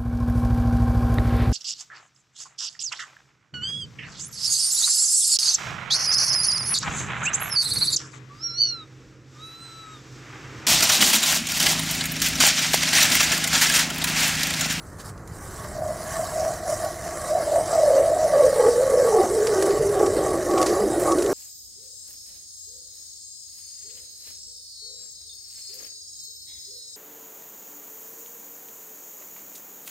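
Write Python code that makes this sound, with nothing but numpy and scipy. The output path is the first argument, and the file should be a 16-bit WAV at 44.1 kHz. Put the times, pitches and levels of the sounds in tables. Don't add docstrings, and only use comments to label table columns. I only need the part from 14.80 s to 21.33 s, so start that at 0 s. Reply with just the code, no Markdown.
import sys
import numpy as np
from scipy import signal
from scipy.fft import rfft, irfft, next_fast_len
from scipy.io import wavfile
from scipy.ndimage import uniform_filter1d

SR = 44100
rng = np.random.default_rng(int(sys.argv[2]) if len(sys.argv) > 2 else 0)


def amplitude_ratio(level_db):
    exponent = np.asarray(level_db, float) / 20
    return 10 ** exponent


def to_wav(sig):
    pcm = np.clip(np.atleast_2d(sig), -1, 1) * 32767
    pcm = np.round(pcm).astype(np.int16)
    wavfile.write(sys.argv[1], SR, pcm.T)


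N = 287973


def evened(x):
    return x / np.sqrt(np.mean(abs(x) ** 2) + 1e-20)


def read(points, hz):
    point_hz, value = np.transpose(points)
    return np.interp(np.log(hz + 1), np.log(point_hz + 1), value)


def curves(rows):
    s, *columns = np.transpose(rows)
    return [np.interp(np.arange(N) / SR, s, column) for column in columns]


def swells(rows, rest_db, rise, fall, column=2):
    t = np.arange(N) / SR
    power = amplitude_ratio(2 * rest_db)
    for row in rows:
        start, hold = row[0], row[1]
        before = np.maximum(start - t, 0)
        after = np.maximum(t - start - hold, 0)
        power = power + amplitude_ratio(2 * (row[column] - rise * before - fall * after))
    return 10 * np.log10(power)


def colour(x, points):
    size = next_fast_len(N)
    gain = amplitude_ratio(read(points, np.fft.rfftfreq(size, 1 / SR)))
    return irfft(rfft(x, size) * gain, size)[:N]


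def resonate(x, hz, width_hz, order=2):
    turn = np.exp(2j * np.pi * np.cumsum(hz * np.ones(N)) / SR)
    x = x / turn
    for _ in range(order):
        x = signal.lfilter([1], [1, -np.exp(-np.pi * width_hz / SR)], x)
    return evened((turn * x).real)


def wobble(ms):
    size = max(round(ms * SR / 1000), 1)
    return evened(uniform_filter1d(uniform_filter1d(rng.standard_normal(N), size), size))


def chips(per_s, spread_db):
    size = amplitude_ratio(spread_db * np.minimum(rng.exponential(1, N), 5))
    breaks = rng.random(N) < per_s / SR
    return evened(size * breaks * rng.choice([-1., 1.], N))


def steadied(x, ms, share):
    size = round(ms * SR / 1000)
    power = uniform_filter1d(uniform_filter1d(x ** 2, size), size)
    return evened(x / (abs(power) + 1e-3) ** (share / 2))


def patchy(x, size, bins, frames, db):
    z = signal.stft(x, nperseg=size, noverlap=size * 3 // 4)[2]
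    field = uniform_filter1d(rng.standard_normal(z.shape), bins, 0)
    field = uniform_filter1d(field, frames, 1)
    return signal.istft(z * amplitude_ratio(db * evened(field)), nperseg=size, noverlap=size * 3 // 4)[1][:N]


# (time [s], level [dB])
WIND_LEVEL = [(0.0, -42), (1.0, -37), (2.1, -40.5), (4.7, -40.5), (5.0, -37.5), (6.05, -38.5), (6.53, -41)]
# (frequency [Hz], relative density [dB])
AIR_SPECTRUM = [(18, -37), (30, -4.5), (97, 0.5), (187, -5), (245, -11.5), (347, -9.5), (926, -19),
                (1080, -16), (1680, -22), (3000, -48), (3900, -60), (6600, -120)]


def air():
    return amplitude_ratio(curves(WIND_LEVEL)[0]) * evened(colour(rng.standard_normal(N), AIR_SPECTRUM))


# (time [s], level [dB])
CRANK_FEED = [(0.0, -53.5), (0.18, -59.5), (0.42, -62), (0.55, -50.5), (0.68, -45.5), (1.0, -45.5),
              (1.4, -37), (1.75, -39), (1.81, -45), (1.9, -36), (2.16, -41), (3.1, -36), (3.37, -39),
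              (3.7, -35.5), (4.4, -38), (4.75, -35), (5.0, -39), (5.5, -38.5), (6.17, -38.5), (6.53, -37.5)]


def crank_feed():
    return curves(CRANK_FEED)[0]


# (start [s], hold [s], level [dB])
BOOT_SCUFFS = [(0.192, .03, -49), (0.25, 0.049, -46)]


def scuffs(feed_db):
    return swells(BOOT_SCUFFS, feed_db, rise=900, fall=900)


def squeaks(per_s):
    out, t = np.zeros(N), np.arange(1500) / SR
    for place, glide, length in rng.random((30, 3)):
        hz, length_s = 1900 * 4.2 ** place, 0.0071 + 0.043 * length
        whistle = np.sin(2 * np.pi * hz * t * (1 + 1.87 * (glide - .5) * t))
        grain = whistle * np.sin(np.pi * np.minimum(t / length_s, 1)) ** 2
        out += signal.oaconvolve(chips(per_s / 30, spread_db=2.0), evened(grain))[:N]
    return evened(out)


# (frequency [Hz], relative density [dB])
SHAVINGS_SPECTRUM = [(1470, -12.5), (2500, -14), (3100, -13), (3340, -17), (3690, -9.5), (4050, -9),
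                     (5420, -3), (6710, -2.5), (7470, 0), (10400, -5.5), (11700, -13), (14900, -24),
                     (15600, -29)]
# (frequency [Hz], one-pass width [Hz], level against the hiss [dB])
HISS_MODES = [(7640, 270, -28), (5470, 190, -35), (8500, 360, -25), (10300, 330, -31)]
# (time [s], level against the hiss [dB])
POWDER_LEVEL = [(0, -7), (3, -15), (6.53, -14)]
# (frequency [Hz], one-pass width [Hz], relative level [dB])
SHAFT_MODES = [(1126.5, 57, 1), (1161, 114, -2.5), (1253, 26, -7.5)]


def blades(bite, hiss_db, ring_db):
    grit = rng.standard_normal(N) + .5 * chips(per_s=1100, spread_db=-0.5)
    grit = patchy(grit * bite ** 1.2, size=256, bins=8, frames=45, db=2.5)
    grit = patchy(grit, size=1024, bins=3, frames=14, db=1.5)
    grit = evened(grit) + amplitude_ratio(-11.5) * squeaks(per_s=300)
    hiss = evened(colour(grit, SHAVINGS_SPECTRUM))
    for hz, width_hz, db in HISS_MODES:
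        hiss = hiss + amplitude_ratio(db + 3.6 * wobble(ms=140)) * resonate(grit, hz, width_hz)
    powder = resonate(rng.standard_normal(N) * bite, hz=12700, width_hz=10000)
    hiss = hiss + amplitude_ratio(curves(POWDER_LEVEL)[0]) * powder
    coarse = chips(per_s=970, spread_db=2.5) * bite
    ring = sum(amplitude_ratio(db) * resonate(coarse, hz, width_hz) for hz, width_hz, db in SHAFT_MODES)
    return amplitude_ratio(hiss_db) * hiss + amplitude_ratio(ring_db) * steadied(ring, ms=39, share=0.15)


# (frequency [Hz], relative density [dB])
CRUMB_SPECTRUM = [(500, -27), (850, -5.5), (1050, -7), (1400, -8), (1950, -7.5), (2400, -23.5), (3200, -50)]


def crunch(bite, feed_db, drag_db):
    level_db = -42.5 + 0.76 * (feed_db + 40) + 0.24 * drag_db
    crumbs = (rng.standard_normal(N) + 0.52 * chips(per_s=900, spread_db=5.5)) * bite
    crumbs = patchy(crumbs, size=1024, bins=4, frames=12, db=3.0)
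    return amplitude_ratio(level_db) * evened(colour(crumbs, CRUMB_SPECTRUM))


# (time [s], level before an 11 dB cut and the decay [dB], centre [Hz], 60 dB decay time [s])
ICE_CRACKS = [(0.1975, -28.5, 5260, 0.12), (0.289, -34, 5500, 0.088), (0.377, -36, 4990, 0.037),
              (0.4643, -53, 10100, 0.04), (0.475, -28.5, 7800, 0.033), (0.4894, -45, 7020, 0.041),
              (1.33, -27, 7600, 0.033), (2.0454, -19, 8070, 0.046), (3.4012, -37, 5750, 0.036),
              (3.863, -20, 5000, 0.03), (4.1, -23, 8630, 0.074), (4.6703, -8, 5300, 0.033),
              (4.8236, -8.5, 6560, 0.033), (4.862, -14, 7520, 0.033), (4.9064, -19, 4240, 0.04),
              (5.092, -22, 4000, 0.03), (5.262, -15, 5000, 0.035), (5.7107, -18, 5780, 0.04),
              (5.778, -13, 4000, 0.054), (5.814, -12.5, 5900, 0.078), (5.8276, -8, 6060, 0.03),
              (5.8617, -12, 5650, 0.12), (5.893, -19, 5800, 0.04), (6.1953, -21.5, 9870, 0.33),
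              (6.32, -13.5, 5500, 0.028), (6.385, -17, 5000, 0.048), (6.422, -14, 6460, 0.047),
              (6.461, -20.5, 4500, 0.035)]


def cracks():
    size = 4096
    out, t = np.zeros(N + size), np.arange(size) / SR
    hz = np.fft.rfftfreq(size, 1 / SR)
    noises = rng.standard_normal((len(ICE_CRACKS), size))
    for (s, db, centre_hz, t60), noise in zip(ICE_CRACKS, noises):
        hump_db = -9. * np.log2((hz + 50) / centre_hz) ** 2
        tone = amplitude_ratio(hump_db + 0.29 * read(SHAVINGS_SPECTRUM, hz))
        tone = tone + 1 / (1 + (hz / 2200) ** 4)
        burst = evened(irfft(rfft(noise) * tone)) * np.minimum(t / 0.0006, 1)
        out[round(s * SR):][:size] += amplitude_ratio(db - 11.0 - 60 * t / max(t60, .005)) * burst
    return out[:N]


# (time [s], level before rise and decay [dB], pitch [Hz])
KNOCKS = [(0.299, -31, 110), (0.321, -35, 110), (0.507, -33, 98), (4.426, -28, 228), (4.99, -28, 140),
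          (6.009, -24, 205)]


def thuds():
    rise_s, t60_s = 0.0048, 0.23
    out, t = np.zeros(N + 8192), np.arange(8192) / SR
    for s, db, hz in KNOCKS:
        envelope = amplitude_ratio(db - 60 * t / t60_s) * np.minimum(t / rise_s, 1)
        out[round(s * SR):][:8192] += envelope * np.sin(2 * np.pi * hz * t)
    return out[:N]


# (start [s], hold [s], boom level [dB])
DEEP_BITES = [(1.02, 0.095, -28), (1.39, 0.044, -27), (1.58, 0.13, -23.5), (1.88, 0.053, -24.5),
              (2.04, 0.038, -26), (2.25, 0.17, -34), (2.53, 0.062, -20), (2.73, 0.063, -18.5),
              (2.96, 0.098, -16.5), (3.09, 0.13, -15.5), (3.24, 0.23, -20), (3.55, 0.13, -15),
              (3.82, 0.065, -13), (3.97, 0.072, -21), (4.11, 0.17, -17), (4.35, 0.061, -16),
              (4.53, .2, -21), (4.77, 0.19, -21), (5.01, 0.1, -21.5), (5.19, 0.092, -18.5),
              (5.33, .1, -24.5), (5.5, 0.049, -24), (5.72, 0.073, -21.5), (5.9, 0.03, -21),
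              (6.0, 0.054, -22.5), (6.08, .15, -27), (6.33, 0.21, -22)]


def boom_level():
    t = np.arange(N) / SR
    shallow_db, deep_db = -36.5, -29.5
    rest_db = shallow_db + (deep_db - shallow_db) * np.clip((t - 2.4) / .2, 0, 1)
    return swells(DEEP_BITES, rest_db, rise=236, fall=417)


# (time [s], pitch before jitter [Hz])
HOLE_PITCH = [(0.7, 629), (2.0, 642), (2.75, 615), (2.96, 655), (3.17, 547), (3.38, 629), (3.6, 555),
              (3.88, 455), (4.05, 536), (4.12, 486), (4.2, 528), (4.4, 408), (4.5, 355), (4.56, 445),
              (4.7, 434), (4.85, 360), (4.95, 367), (5.02, 425), (5.3, 374), (5.9, 348), (6.03, 438),
              (6.07, 320), (6.4, 371), (6.53, 427)]


def hole(bite, drag_db):
    t = np.arange(N) / SR
    hz = curves(HOLE_PITCH)[0]
    over_hz = np.clip(1.82 * hz, 757, 843)
    drive = (chips(per_s=1500, spread_db=3.5) + 0.57 * rng.standard_normal(N)) * bite

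    jitter = 0.023 + 0.026 * np.clip((t - 4.3) / 0.26, 0, 1)
    hz = hz * (1 + jitter * wobble(ms=28.5))
    wide = (hz / 600) ** 0.33 * resonate(drive, 1.062 * hz, width_hz=175, order=4)
    boom = resonate(drive, hz, width_hz=64) + amplitude_ratio(-7.0) * wide
    sinking_in = np.clip((t - .6) / 0.39, 0, 1) ** 2
    boom = sinking_in * steadied(boom, ms=27, share=0.52)
    boom_db = boom_level()

    rasp = resonate(drive, hz=563, width_hz=216, order=3)
    rasp = patchy(rasp, size=2048, bins=3, frames=8, db=1.0)
    rasp_db = -29 - 9 * np.maximum(3.95 - t, 0) + 0.21 * drag_db

    over = steadied(resonate(drive, over_hz, width_hz=130, order=3), ms=32, share=0.42)
    over = np.clip((t - 2.3) / .5, 0, 1) * over
    over_db = drags(rest_db=-45, column=3)

    flex = np.clip((t - .9) / 1.43, 0, 1) * resonate(drive, hz=338, width_hz=39)
    flex = amplitude_ratio(-35.5 + .35 * boom_db) * flex
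    return amplitude_ratio(boom_db) * boom + amplitude_ratio(rasp_db) * evened(rasp) + amplitude_ratio(over_db) * over + flex


# (start [s], hold [s], steel ring level [dB], level of the hole's overtone before its fade-in [dB])
WALL_DRAGS = [(0.81, 0.034, -42, -62), (1.33, 0.042, -39, -60), (1.62, 0.18, -47, -60),
              (1.9, 0.031, -40.5, -60), (2.05, 0.044, -44, -60), (2.36, 0.15, -41, -60),
              (2.6, .2, -51, -61), (2.9, 0.11, -40.5, -47), (3.1, 0.14, -42.5, -48), (3.55, .1, -33.5, -39),
              (3.805, 0.08, -33, -28.5), (4.07, 0.13, -39, -51), (4.24, 0.05, -35, -43),
              (4.355, 0.097, -32.5, -22.5), (4.74, 0.24, -37, -34), (5.17, 0.095, -31.5, -28),
              (5.41, 0.15, -34, -32), (5.7, .06, -33, -32), (5.78, 0.059, -25.5, -26.5),
              (5.92, 0.11, -36.5, -32.5), (6.12, 0.03, -63, -29), (6.27, 0.057, -27, -27.5),
              (6.48, 0.055, -38, -37)]


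def drags(rest_db, column):
    return swells(WALL_DRAGS, rest_db, rise=268, fall=450, column=column)


def scene():
    bite = amplitude_ratio(0.59 * wobble(ms=35.0) + 1.26 * wobble(ms=1.96))
    feed_db = scuffs(crank_feed())
    ring_rest_db = feed_db - 8.5
    ring_db = drags(ring_rest_db, column=2)
    drag_db = ring_db - ring_rest_db
    mid = hole(bite, drag_db) + blades(bite, feed_db + 0.17 * drag_db, ring_db)
    mid = mid + crunch(bite, feed_db, drag_db) + cracks() + thuds() + air()
    return np.array([mid, mid])


def roll_off(x):
    return signal.sosfilt(signal.butter(12, 15740, fs=SR, output="sos"), x)


# (frequency [Hz], approximate level against the sum [dB])
STEREO_DIFFERENCE = [(25, -5.5), (60, -43), (150, -26), (350, -23.5), (800, -30.5), (2000, -19),
                     (5000, -16), (8000, -27), (9500, -9), (12000, 0.5), (15500, -11)]


def record(dry):
    hz, _, z = signal.stft(dry[0], SR, nperseg=2048)
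    scatter = np.exp(2j * np.pi * rng.random(z.shape))
    turned = np.exp(1j * (3.3 - 1.12 * hz[:, None] / 12000))
    z = z * amplitude_ratio(read(STEREO_DIFFERENCE, hz))[:, None] * (0.84 * turned + 0.4 * scatter)
    side = signal.istft(z, SR, nperseg=2048)[1][:N]
    lowpass = signal.firwin(511, 15740, window=("kaiser", 9), fs=SR)
    pair = signal.oaconvolve(dry + np.array([side, -side]), lowpass[None], "same")
    return roll_off(pair)


dry = scene()
out = record(dry)
to_wav(out)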